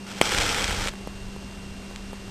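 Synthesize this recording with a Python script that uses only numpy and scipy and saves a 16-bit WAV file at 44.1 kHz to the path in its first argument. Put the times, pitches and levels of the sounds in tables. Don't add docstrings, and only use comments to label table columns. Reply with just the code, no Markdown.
import sys
import numpy as np
from scipy import signal
from scipy.fft import rfft, irfft, next_fast_len
from scipy.io import wavfile
from scipy.ndimage import uniform_filter1d, map_coordinates

SR = 44100
rng = np.random.default_rng(int(sys.argv[2]) if len(sys.argv) > 2 else 0)


def bounce(signal):
    frames = np.transpose(np.atleast_2d(signal))
    limited = np.clip(frames, -1, 1)
    pcm = np.round(limited * 32767).astype(np.int16)
    wavfile.write(sys.argv[1], SR, pcm)


def voltage_ratio(decibels):
    exponent = np.asarray(decibels, float) / 20
    return 10 ** exponent


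N = 101430


def unit(x):
    return x / np.sqrt(np.mean(x ** 2) + 1e-20)


def along(points, hz):
    f, v = np.transpose(points)
    return np.interp(np.log(hz + 1), np.log(f + 1), v)


def curve(rows):
    return np.interp(np.arange(N) / SR, *np.transpose(rows))


def wobble(rate_hz):
    return map_coordinates(rng.standard_normal(400), [np.arange(N) * rate_hz / SR])


def filtered(x, response):
    m = next_fast_len(N + 8192)
    return irfft(rfft(x, m) * response(np.fft.rfftfreq(m, 1 / SR)), m)[..., :N]


def add_ring(track, start_s, db, hz, t60_s):
    t = np.arange(SR // 20) / SR
    track[round(start_s * SR):][:len(t)] -= voltage_ratio(db - 60 * t / t60_s) * np.sin(2 * np.pi * hz * t)


def room_air():
    # (frequency [Hz], density [dB per Hz])
    room = [(30, -27.5), (60, -12.5), (145, -12.5), (260, -13.5), (500, -20.5), (1900, -26.5),
            (3200, -26.5), (5500, -22.5)]
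    noise = rng.standard_normal(N)
    return voltage_ratio(-36.5) * unit(filtered(noise, lambda f: voltage_ratio(along(room, np.minimum(f, 9000)))))


def camera_motor():
    # (frequency [Hz], level [dB rms])
    hum_tones = [(196.3, -43), (392.7, -55.5)]
    whine_hz = [2774.5, 3176.5, 2454]
    # (level [dB rms], constant lowering of pitch between phase jumps [Hz])
    whine_tones = [(-53.5, 11.5), (-64, 15), (-70, 3)]
    restarts_per_s, hum_wobble_db = 30, 0.52
    t = np.arange(N) / SR
    hum = sum(voltage_ratio(db + 3.5) * np.sin(2 * np.pi * (hz * t + rng.random())) for hz, db in hum_tones)
    since_restart = t % (1 / restarts_per_s)
    whine = np.zeros(N)
    for hz, (db, lowering_hz) in zip(whine_hz, whine_tones):
        whine += voltage_ratio(db + 6) * np.sin(2 * np.pi * (hz * t - lowering_hz * since_restart))
    return voltage_ratio(hum_wobble_db * wobble(12)) * hum + whine


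def draught():
    # (time [s], level [dB])
    strength = [(0.0, -58.5), (0.3, -43), (0.38, -32), (0.63, -35.5), (0.68, -32), (0.76, -29.5),
                (0.88, -35), (0.9, -34.5), (0.95, -45), (1.29, -38), (1.31, -44.5), (1.66, -43.5),
                (1.7, -38), (1.97, -46.5), (2.09, -41), (2.3, -46)]
    # (frequency [Hz], density [dB per Hz])
    flutter = [(10, -17.5), (30, -2), (60, -7), (110, -12), (170, -28), (400, -86.5)]
    noise = rng.standard_normal(N)
    return voltage_ratio(curve(strength)) * unit(filtered(noise, lambda f: voltage_ratio(along(flutter, f))))


def wood_knocks():
    # (time [s], peak [dB], pitch [Hz])
    knocks = [(.8605, -18.5, 493), (0.937, -27, 900), (1.011, -34, 380), (1.0736, -18.5, 546),
              (1.363, -27.5, 500), (1.428, -33, 600), (1.771, -35.5, 600), (1.911, -28.5, 584),
              (2.1315, -23.5, 500), (2.28, -30.5, 627)]
    ring_cycles, tick_db, puff_db, puff_t60_s = 2.3, -5, -11.5, 0.028
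    x = np.zeros(N + SR)
    puff_t = np.arange(441) / SR
    for s, db, hz in knocks:
        add_ring(x, s, db + 0.5, hz, 2 * ring_cycles / hz)
        add_ring(x, s, db + tick_db, 1.7 * hz, .006)
        puff = voltage_ratio(db + puff_db - 60 * puff_t / puff_t60_s) * rng.standard_normal(len(puff_t))
        x[round(s * SR):][:len(puff)] += puff
    return x[:N]


def spark_snaps():
    # (time [s], peak [dB], pitch [Hz])
    snaps = [(.2232, -16, 2500), (.3201, -13, 2200), (.348, -16, 2400), (.378, -10, 4800),
             (.38505, -2, 4600), (.4182, -13, 3500), (.465, -12, 4000), (.4927, -15, 3000),
             (.4975, -11, 4500), (.5466, -11, 3500), (.5835, -14, 3000), (.6434, -7, 4200),
             (.68, -13, 3800), (.709, -19, 2000), (.728, -15, 3500), (.841, -15, 3500), (.847, -18, 3500),
             (.8737, -12, 3000), (.8846, -13, 3000), (.955, -34, 2500), (1.9607, -20, 3700)]
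    width_cycles, tail_db, snap_db = .5, -12, 6
    x, t = np.zeros(N + SR), np.arange(N + SR) / SR
    for s, db, hz in snaps:
        cycles = (t - s) * hz
        bell = np.exp(-np.clip(cycles / width_cycles, -9, 9) ** 2)
        x -= voltage_ratio(db + snap_db) * bell * np.sin(2 * np.pi * cycles)
        add_ring(x, s + .5 / hz, db + tail_db, 2500, .008)
    return x[:N]


def ignition_pop():
    # (frequency [Hz], level [dB], t60 [s])
    pull_rings = [(530, -36, 0.018), (2380, -2, 0.0076)]
    # (frequency [Hz], level [dB], t60 [s])
    push_rings = [(1985, -3.5, 0.0043), (500, -29.5, 0.048), (4560, -2.5, 0.0054), (3240, 0.5, 0.0087)]
    pop_s, pop_db, pull_s, push_s = .2138, -1, .00062, .0005
    t = np.arange(N + SR) / SR - pop_s
    pull = -.6 * (t > 0)
    push = np.exp(-np.abs(t - pull_s) / push_s)
    x = voltage_ratio(pop_db) * np.where(t < pull_s, pull, push)
    for hz, db, t60_s in pull_rings:
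        add_ring(x, pop_s, pop_db + db, hz, t60_s)
    for hz, db, t60_s in push_rings:
        add_ring(x, pop_s + pull_s, pop_db + db, -hz, t60_s)
    return x[:N]


def flare():
    # (time [s], hiss [dB])
    smoulder = [
        (.06, -72),
        (.066, -39.5),
        (.115, -31.5),
        (.14, -37.5),
        (.19, -31.5),
        (.209, -42),
        (.213, -19),
        (.216, -69),
    ]
    # (time [s], hiss [dB])
    burn = [
        (.212, -55),
        (.217, -22),
        (.385, -18.5),
        (.55, -20),
        (.645, -21),
        (.66, -23),
        (.89, -25),
        (.901, -39.5),
        (.99, -60.5),
    ]
    # (frequency [Hz], density [dB per Hz])
    hiss = [(60, -17.5), (150, -1.5), (500, -4.5), (1100, -8.5), (2000, -6), (3500, -3), (5200, -6.5)]
    # (centre [Hz], width [Hz], level [dB])
    hollow = [(498, 110, -0.5), (848, 120, 4), (1388, 360, 5.5), (2218, 430, -1), (3204, 240, -1),
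              (4320, 690, -7.5), (5177, 470, 5)]
    crackles_per_s, spread_db, rarest, crackle_db = 900, 4, .04, -3
    gust_db, sputter_db = .6, .8

    def colour(f):
        box = 1
        for c, w, db in hollow:
            box = box + voltage_ratio(db) * 1j * f * w / (c * c - f * f + 1j * f * w)
        return voltage_ratio(along(hiss, f)) * box

    chance, size = rng.random((2, N))
    sizes = voltage_ratio(-spread_db * np.log(size + rarest))
    grains = (chance < crackles_per_s / SR) * sizes * np.sign(rng.standard_normal(N))
    crackles = grains - 0.69 * np.roll(grains, shift=4)
    jets = voltage_ratio(gust_db * wobble(25) + sputter_db * wobble(120)) * rng.standard_normal(N)
    mix = filtered(unit(jets) + voltage_ratio(crackle_db) * unit(crackles), colour)
    return (voltage_ratio(curve(smoulder)) + voltage_ratio(curve(burn))) * unit(mix)


def scene():
    background = room_air() + camera_motor()
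    match = draught() + wood_knocks() + spark_snaps() + ignition_pop() + flare()
    return (background + match)[None]


def low_pass(x):
    return signal.sosfilt(signal.butter(12, 12880, fs=SR, output="sos"), x)


def record(dry):
    hold, steps, offset = 4, 128, 0.0013
    soft_top_hz, notch_hz, loud_db = 5693, (10750, 11330), -28
    edge_hz, edge_db = 12900, -28
    slow = filtered(dry, lambda f: 1 / (1 + 1j * f / soft_top_hz) ** 3)[:, 3::hold]
    coarse = np.round(np.clip(slow + offset, -1, 1) * steps) / steps
    held = np.pad(np.repeat(coarse, hold, axis=1), ((0, 0), (2, hold)), "edge")[:, :N]
    loud = uniform_filter1d(held ** 2, size=2048) > voltage_ratio(2 * loud_db)
    band = filtered(held, lambda f: (f > notch_hz[0]) & (f < notch_hz[1]))
    notched = held - uniform_filter1d(1. * loud, size=512) * band
    mix = filtered(notched, lambda f: np.where(f < edge_hz, 1, voltage_ratio(edge_db)))
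    return low_pass(mix)


dry = scene()
out = record(dry)
bounce(out)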